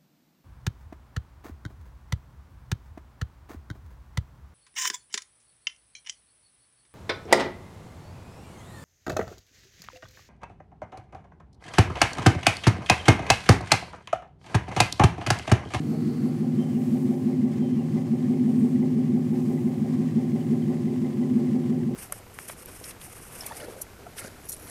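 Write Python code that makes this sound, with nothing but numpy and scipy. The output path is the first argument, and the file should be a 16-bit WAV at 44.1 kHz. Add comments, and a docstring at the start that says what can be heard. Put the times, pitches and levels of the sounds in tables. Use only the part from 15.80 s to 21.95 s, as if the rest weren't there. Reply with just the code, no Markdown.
"""Idling V8 with open pipes

A V8 idles at about 700 rpm through two straight pipes, heard from behind the car in a driveway.
Each bank fires four unevenly spaced pulses per cycle and excites the standing waves of its own pipe,
so the rumble lopes over a low drone. Gas rushes at the tips, valves tick and a thin whine comes in.
Leaves stir overhead, with a few faint, far chirps."""
import sys
import numpy as np
from scipy import signal
from scipy.io import wavfile
from scipy.ndimage import uniform_filter1d

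SR = 44100
rng = np.random.default_rng(int(sys.argv[2]) if len(sys.argv) > 2 else 0)


def transcribe(signal):
    """Save signal, clipped to [-1, 1], as a 16-bit WAV file at the path in sys.argv[1]."""
    frames = np.atleast_2d(signal).T
    limited = np.clip(frames, -1, 1)
    pcm = np.round(limited * 32767).astype(np.int16)
    wavfile.write(sys.argv[1], SR, pcm)


N = 271215
TIME = np.arange(N) / SR


# The idle hunts gently. Each row: time in seconds, speed in rpm.
IDLE_SPEED = [(0.0, 699.1), (0.26, 704.5), (0.51, 700.4), (0.77, 699.1), (1.03, 705.7), (1.28, 710.1),
              (1.54, 705.4), (1.79, 704.3), (2.05, 700.0), (2.31, 703.0), (2.56, 703.9), (2.82, 705.8),
              (3.08, 700.6), (3.33, 701.7), (3.59, 702.1), (3.84, 705.6), (4.1, 699.9), (4.36, 700.0),
              (4.61, 699.6), (4.87, 698.7), (5.13, 707.7), (5.38, 711.0), (5.64, 704.6), (5.89, 700.4),
              (6.15, 705.6)]

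def crank_times(degrees):
    """A four-stroke cycle takes two turns: the times [cycle, angle] when the crank passes each angle."""
    t = np.arange(-SR, N + SR) / SR
    cycles = np.cumsum(curve(IDLE_SPEED, t)) / (2 * 60 * SR)
    cycles -= cycles[SR]
    return np.interp(np.arange(-4, 38)[:, None] + np.asarray(degrees) / 720, cycles, t)


def crank_angle():
    """The phase of the engine cycle at every sample, from 0 to 720 degrees."""
    starts = crank_times([0]).ravel()
    return np.interp(TIME, starts, np.arange(len(starts))) % 1 * 720


# The firings of one cycle. Each row: crank angle in degrees, pipe, pulse level in dB.
FIRINGS = [(33.97, "right", -7), (125.97, "left", -3), (220.27, "right", 0.43), (305.86, "right", 0.34),
           (398.46, "left", -2), (487.2, "right", -2), (578.4, "left", -1.13), (664, "left", -3.5)]
# Drive of the strongest waves (the boom) and of those above. 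Each row: time in seconds, gain in dB.
BOOM_GAIN = [(0.0, -2.3), (0.34, 0.4), (0.68, -2.5), (1.02, -0.3), (1.37, -0.5), (1.71, -0.0), (2.05, -2.1),
             (2.39, -0.5), (2.73, 2.2), (3.08, 0), (3.42, -0.4), (3.76, -2.6), (4.1, -0.8), (4.44, -1),
             (4.78, -1.7), (5.12, -4), (5.47, 0.8), (5.81, -0.9), (6.15, -4.3)]
UPPER_GAIN = [(0.0, -2.8), (0.68, -2.4), (1.37, -2), (2.05, -4), (2.73, -2.0), (3.42, -2.2), (4.1, -3.0),
              (4.78, -1.2), (5.47, -2), (6.15, -1.6)]
# Turbulence against the clean pulse. Each row: frequency in Hz, relative level in dB.
TURBULENCE = [(60, 11), (120, -15), (220, -15.5), (260, -12), (350, -4.5), (450, 2.5)]

def pipe(side, modes, level_db=0.65, puff_s=0.0093, scatter_db=0.92, jitter_s=0.00012):
    """Impulse excitation: each firing's clean pulse and turbulent puff ring the pipe's standing waves."""
    degrees, pulse_db = np.transpose([(angle, db) for angle, bank, db in FIRINGS if bank == side])
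    fired = crank_times(degrees)
    fired += jitter_s * rng.standard_normal(fired.shape)
    burn_db = level_db + pulse_db + scatter_db * rng.standard_normal(fired.shape)  # no two burn alike
    boom_db, upper_db = curve(BOOM_GAIN, fired), curve(UPPER_GAIN, fired)
    millisecond = SR / 1000
    eddies = rng.standard_normal(N + SR)
    out = np.zeros(N + SR)
    for hz, width_hz, mode_db in modes:
        boom_share = np.interp(hz, [180, 200, 305, 325], [.2, 1, 1, .1])
        upper_share = np.interp(hz, [305, 325], [0, 1])
        drive_db = burn_db + boom_share * boom_db + upper_share * upper_db
        pulses = click_train(fired, millisecond * from_db(drive_db))
        gas = from_db(curve(TURBULENCE, hz)) * puffs(pulses, puff_s) * eddies
        out += from_db(mode_db) * resonate(pulses + gas, hz, width_hz)
    return out[SR:]


# Standing waves of each pipe. Each row: frequency in Hz, bandwidth in Hz, gain in dB.
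LEFT_MODES = [(98.7, 7.9, -20), (109.94, 6.2, -10.5), (134.7, 16.7, -9.5), (151.55, 15.7, 3),
              (201.7, 19, -9.5), (215.86, 14.1, 8), (241.4, 6.4, 0.6), (257.4, 13.4, 3.5), (301.5, 18, -16),
              (330.5, 51, -11), (350.9, 10.6, -6.4), (356.4, 9.6, -10.5), (402.5, 24.3, -14),
              (447.7, 19, -30.5)]
RIGHT_MODES = [(62.5, 17, -40), (96, 10, -25), (122.6, 6.3, -1.3), (132.2, 12.2, -2.1), (158.37, 5.7, -4.5),
               (183.8, 27, -8.5), (211.36, 11, 5), (228, 10.2, 8), (246.07, 7.5, 3.5), (284.4, 25.7, -13.0),
               (345.85, 11.2, -6), (363.4, 8.9, -4), (384.4, 9.8, -16.5), (431, 8, -19.5)]

def exhaust():
    """Superposition: the uneven pulses of the two banks bunch into one throb per cycle."""
    return pipe("left", LEFT_MODES) + pipe("right", RIGHT_MODES)


# Swells of the drone. Each row: crank angle and half width in degrees, level in dB.
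DRONE_SWELLS = [(203, 71, -29.5), (600, 44, -32)]

def drone(hz=248.7, floor_db=-39.5, boom_follow=1.3):
    """Resonance: the strongest wave of the pipes rings on and swells between throbs."""
    envelope = from_db(boom_follow * curve(BOOM_GAIN)) * swells(DRONE_SWELLS, floor_db, crank_angle())
    return envelope * wavering_tone(hz, waver_hz=4)


# Throbs that come out harder. Each row: time in seconds, extra level in dB.
HARD_THROBS = [(0.805, 2), (1.125, 1), (1.308, 2), (1.655, 2), (2.5, 3), (2.832, 4), (3.867, 3),
               (4.022, 2.5), (4.37, 4), (5.568, 2.5)]

def throb_accents(half_s=0.01, usual_db=-0.5):
    """Amplitude modulation: a brief rise in gain makes the odd throb stand out."""
    extra_db = sum(db * np.exp(-.5 * ((TIME - s) / half_s) ** 2) for s, db in HARD_THROBS)
    return from_db(usual_db + extra_db)


# Upper pipe tones in three groups. Each row: frequency in Hz, bandwidth in Hz, level in dB.
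BODY_MODES = [(480, 10.6, -60), (533.5, 28, -51.5), (578.4, 20, -52.5), (617, 16, -62)]
EDGE_MODES = [(695, 25, -60), (729, 27, -58), (854, 34, -63), (1031, 28, -69)]
RING_MODES = [(778.5, 20.5, -53)]
# Surges of gas. Each row: crank angle and half width in degrees, then body, edge and ring gains in dB.
GAS_SURGES = [(14, 33, 1.5, -13, -10), (60, 14, 1, 0, 0), (155, 22, -8.5, 1.5, -1), (295, 37, -0.5, -5, -5),
              (510, 17, -1, 5.5, -0.5), (560, 12, 0.5, 4.5, 3), (584, 14, 3.5, -0.5, 3),
              (630.5, 13.6, 6, -7, 4.5), (685, 17, -13, 1, -1), (724, 13, 2, -12, -10)]
# Slow drift of the chuffs. Each row: time in seconds, gain in dB.
CHUFF_GAIN = [(0, -0.5), (1, 0), (1.35, 1), (2, 0), (3.1, -1), (3.9, 1), (4.6, -1), (5.15, 1), (6.15, -0.5)]

def chuff(scatter_db=1.5):
    """Forced vibration: gas surges sound the upper pipe tones with the same accents in every cycle."""
    angle, surges = crank_angle(), np.array(GAS_SURGES)

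    def group(modes, column, gain_db, floor_db):
        tones = sum(from_db(db) * noise_band(hz, width_hz, N + SR) for hz, width_hz, db in modes)
        total_rms = np.linalg.norm(from_db([db for _, _, db in modes]))
        steady = total_rms * evened(tones, over_s=0.015)[SR:]
        return from_db(gain_db) * swells(surges[:, [0, 1, column]], floor_db, angle) * steady

    body = group(BODY_MODES, column=2, gain_db=-2.5, floor_db=-8.5)
    edge = group(EDGE_MODES, column=3, gain_db=0.5, floor_db=-8)
    ring = group(RING_MODES, column=4, gain_db=0, floor_db=-10)
    return from_db(curve(CHUFF_GAIN) + scatter_db * wander(per_s=20)) * (body + edge + ring)


# Colour of the pipes from one side. Each row: frequency in Hz, bandwidth in Hz, gain in dB.
SIDE_COLOUR = [(256, 40, -10), (291.5, 13, 10.5), (405, 30, -9.5), (464.4, 12, 14.5), (550, 100, -18),
               (632, 14, 9.5)]

def step_behind(pipes, start_s=0.3, step_s=0.37):
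    """Timbre depends on position: the side colour fades as the listener steps behind the car."""
    aside = pipes
    for hz, width_hz, db in SIDE_COLOUR:
        aside = aside + (from_db(db) - 1) * resonate(aside, hz, width_hz, stages=1)
    moved = np.clip((TIME - start_s) / step_s, 0, 1)
    return (1 - moved) * aside + moved * pipes


# Spectrum of the gas rush and engine bay. Each row: frequency in Hz, relative density in dB.
RUSH_SPECTRUM = [(800, -3), (940, -3), (1130, -0.5), (1400, -13), (1600, -9), (2000, -6.5), (2600, -10.5),
                 (3100, -12), (3600, -16), (4800, -14.5), (6000, -16.5), (8000, -17), (11500, -25.5),
                 (15500, -29.5)]

def gas_rush(level_db=-54.0, pulsing=0.12, flutter_db=1.33):
    """Flow noise: gas hisses unevenly out of the tips, a little harder after each firing."""
    fired = crank_times([angle for angle, _, _ in FIRINGS])
    gusts = rms_one(puffs(click_train(fired, np.ones(fired.shape)), decay_s=0.014)[SR:])
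    level = from_db(level_db + flutter_db * wander(per_s=50))
    return level * (1 + pulsing * (gusts - 1)) * coloured_noise(RUSH_SPECTRUM)


# Resonances of the valve ticks. Each row: frequency in Hz, bandwidth in Hz, relative level in dB.
VALVE_MODES = [(1900, 1160, -51), (2040, 210, -58), (2900, 1300, -57.5)]

def valves(first_degrees=63, blur_s=0.0024, scatter_db=5, start_db=-17.5, rise_db_per_s=0.88):
    """Impact noise: a valve seats every quarter turn; its tick is blurred on the way under the car."""
    seated = crank_times(first_degrees + np.arange(0, 720, 90))
    sizes = from_db(scatter_db * rng.uniform(-1, 1, seated.shape))
    taps = puffs(click_train(seated, sizes), decay_s=0.0028)[SR:]
    bursts = uniform_filter1d(taps, int(blur_s * SR) + 1) * rng.standard_normal(N)
    ringing = sum(from_db(db) * rms_one(resonate(bursts, hz, width)) for hz, width, db in VALVE_MODES)
    return from_db(start_db + rise_db_per_s * TIME) * ringing


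# Sharper ticks from under the car. Each row: start in seconds, frequency in Hz, level in dB.
METAL_TICKS = [(0.79, 2110, -53), (1.53, 2120, -49), (1.73, 2080, -52), (2.173, 2040, -46),
               (2.454, 1880, -52), (2.536, 2150, -49.5), (2.959, 1950, -52), (3.026, 2060, -47),
               (3.263, 1990, -53), (3.71, 2000, -51), (3.775, 1990, -45.5), (4.287, 1880, -47),
               (4.481, 1900, -56), (4.612, 3020, -50), (4.824, 3120, -49), (4.93, 1970, -51),
               (5.08, 2050, -47), (5.247, 2060, -47), (5.43, 1990, -48), (5.671, 2030, -49),
               (6.012, 1900, -53)]

def metal_ticks(decay_s=0.011, attack_s=0.0007):
    """Damped free vibration: each tick rings briefly in one metal resonance."""
    out = np.zeros(N)
    for s, hz, db in METAL_TICKS:
        age = np.maximum(TIME - s, 0)
        envelope = np.minimum(age / attack_s, 1) * np.exp(-age / decay_s)
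        out += from_db(db) * envelope * np.sin(2 * np.pi * hz * age)
    return out


def whine(hz=1024, level_db=-64.5, start_s=3.6, rise_s=0.58):
    """A nearly pure tone from the engine bay fades in and stays."""
    fade_in = np.clip((TIME - start_s) / rise_s, 0, 1)
    return from_db(level_db) * fade_in * wavering_tone(hz, waver_hz=7)


# Spectrum of the leaves. Each row: frequency in Hz, relative density in dB.
LEAF_SPECTRUM = [(3000, -12), (6500, 2), (8300, 5), (10000, 3.5), (14000, 1.5), (16000, -5)]
# Gusts of the breeze. Each row: peak time and half width in seconds, level in dB.
BREEZE_GUSTS = [(.2, 0.25, -64), (1.17, 0.18, -59.5), (2.7, 0.34, -67), (3.72, 0.18, -61.5),
                (4.65, 0.11, -65), (5.5, 0.81, -67)]

def leaves(calm_db=-68.5):
    """Broadband noise from the leaves overhead swells with the breeze."""
    return swells(BREEZE_GUSTS, calm_db, TIME) * coloured_noise(LEAF_SPECTRUM)


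# Faint rustles. Each row: peak time and half width in seconds, centre and bandwidth in Hz, level in dB.
SOFT_RUSTLES = [(.25, 0.28, 1340, 520, -59), (.28, 0.18, 4430, 895, -61)]

def rustles():
    """Band-limited noise swells and fades under a Gaussian envelope."""
    return sum(from_db(db) * np.exp(-((TIME - s) / half_s / 2) ** 2) * noise_band(hz, width_hz)
               for s, half_s, hz, width_hz, db in SOFT_RUSTLES)


# Each row: start and length in seconds, first pitch, last pitch and bandwidth in Hz, level in dB.
FAR_CHIRPS = [(0.07, 0.089, 12100, 12000, 700, -67), (0.422, 0.082, 12200, 10200, 900, -64.5),
              (0.53, 0.13, 10400, 9550, 600, -71), (0.775, 0.11, 3170, 3040, 30, -61),
              (0.895, .03, 3130, 3080, 60, -67), (0.92, 0.057, 2990, 2780, 80, -65),
              (1.787, 0.12, 3180, 3090, 60, -65), (1.92, 0.047, 3200, 3050, 80, -65),
              (1.975, 0.042, 2920, 2750, 60, -61.5), (2.646, 0.3, 8900, 8100, 600, -67.5),
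              (2.681, .28, 11700, 10500, 1500, -72)]

def chirps(broken_db=3.0, gain_db=2.88):
    """Falling whistles are broken up on their way through the trees; phase noise makes wide ones buzz."""
    out = np.zeros(N)
    for s, length, start_hz, end_hz, width_hz, db in FAR_CHIRPS:
        along = np.clip((TIME - s) / length, 0, 1)
        phase = 2 * np.pi * np.cumsum(start_hz + (end_hz - start_hz) * along) / SR
        lowpass = signal.butter(2, width_hz / 2, fs=SR, output="sos")
        phase_noise = np.arctan2(*signal.sosfilt(lowpass, rng.standard_normal((2, N))))
        envelope = np.sqrt(2 * np.abs(np.sin(np.pi * along)))
        out += from_db(db) * envelope * np.cos(phase + phase_noise)
    return from_db(gain_db + broken_db * wander(per_s=70)) * out


def from_db(db):
    """Decibels to amplitude ratio."""
    return 10 ** (np.asarray(db) / 20)


def rms_one(x):
    """Normalisation to unit power."""
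    return x / np.sqrt(np.mean(x ** 2) + 1e-20)


def evened(x, over_s):
    """Normalisation of the running power to one."""
    return x / np.sqrt(uniform_filter1d(x ** 2, int(over_s * SR) + 1) + 1e-12)


def curve(rows, at=TIME):
    """Linear interpolation in a two-column table."""
    return np.interp(at, *np.transpose(rows))


def swells(rows, floor_db, at):
    """Powers add: the gain of bell-shaped swells (centre, half width, dB) over a steady floor."""
    power = sum(from_db(db) ** 2 * np.exp(-.5 * ((at - centre) / width) ** 2)
                for centre, width, db in rows)
    return np.sqrt(from_db(floor_db) ** 2 + power)


def wander(per_s):
    """Random drift: straight lines join Gaussian values of unit spread."""
    knots = np.arange(600) / per_s - 1
    return np.interp(TIME, knots, rng.standard_normal(len(knots)))


def wavering_tone(hz, waver_hz):
    """Frequency modulation: a sine of rms 1 whose pitch wanders a little."""
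    return np.sqrt(2) * np.sin(2 * np.pi * np.cumsum(hz + waver_hz * wander(per_s=8)) / SR)


def click_train(times, sizes):
    """Impulses on a time line that starts one second early, so that the pipes already ring."""
    at = np.round((times.ravel() + 1) * SR).astype(int)
    return np.bincount(at, sizes.ravel(), N + SR)[:N + SR]


def puffs(clicks, decay_s):
    """Exponential decay: an envelope that spreads out the energy of each click."""
    keep = np.exp(-1 / (decay_s * SR))
    return np.sqrt(signal.lfilter([1 - keep], [1, -keep], clicks ** 2 + 1e-18))


def resonate(x, hz, width_hz, stages=2):
    """Identical resonators in series, each of the given bandwidth and a peak gain of 1."""
    for _ in range(stages):
        x = signal.lfilter(*signal.iirpeak(hz, hz / width_hz, fs=SR), x + 1e-18)
    return x


def noise_band(hz, width_hz, samples=N):
    """Resonance narrows white noise to one band of rms 1."""
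    return rms_one(resonate(rng.standard_normal(samples), hz, width_hz))


def coloured_noise(spectrum):
    """Spectral shaping: noise of rms 1 with a smooth spectrum and a steep lower edge."""
    points_hz, points_db = np.transpose(spectrum)
    hz = np.arange(1, N + 2) * SR / (2 * N)
    gain = from_db(np.interp(np.log(hz), np.log(points_hz), points_db))
    gain /= np.hypot(1, (points_hz[0] / hz) ** 2)
    taps = signal.firwin2(1025, np.linspace(0, 1, N + 1), np.r_[gain[:-1], 0], nfreqs=2 ** 19 + 1)
    return rms_one(signal.fftconvolve(rng.standard_normal(N + len(taps) - 1), taps, "valid"))


def scene():
    """Sound pressures add: the car close by, the garden around it."""
    pipes = throb_accents() * (exhaust() + drone()) + chuff()
    car = step_behind(pipes) + gas_rush() + valves() + metal_ticks() + whine()
    fade_in = np.minimum(TIME / .004, 1)
    return fade_in * (car + leaves() + rustles() + chirps())[None]


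def record(dry):
    """Band limiting: a small microphone drops the deepest bass, and the top is cut."""
    thin = signal.sosfilt(signal.butter(2, 40, "high", fs=SR, output="sos"), dry)
    return signal.sosfilt(signal.ellip(10, .1, 80, 15700, fs=SR, output="sos"), thin)


dry = scene()
out = record(dry)
transcribe(out)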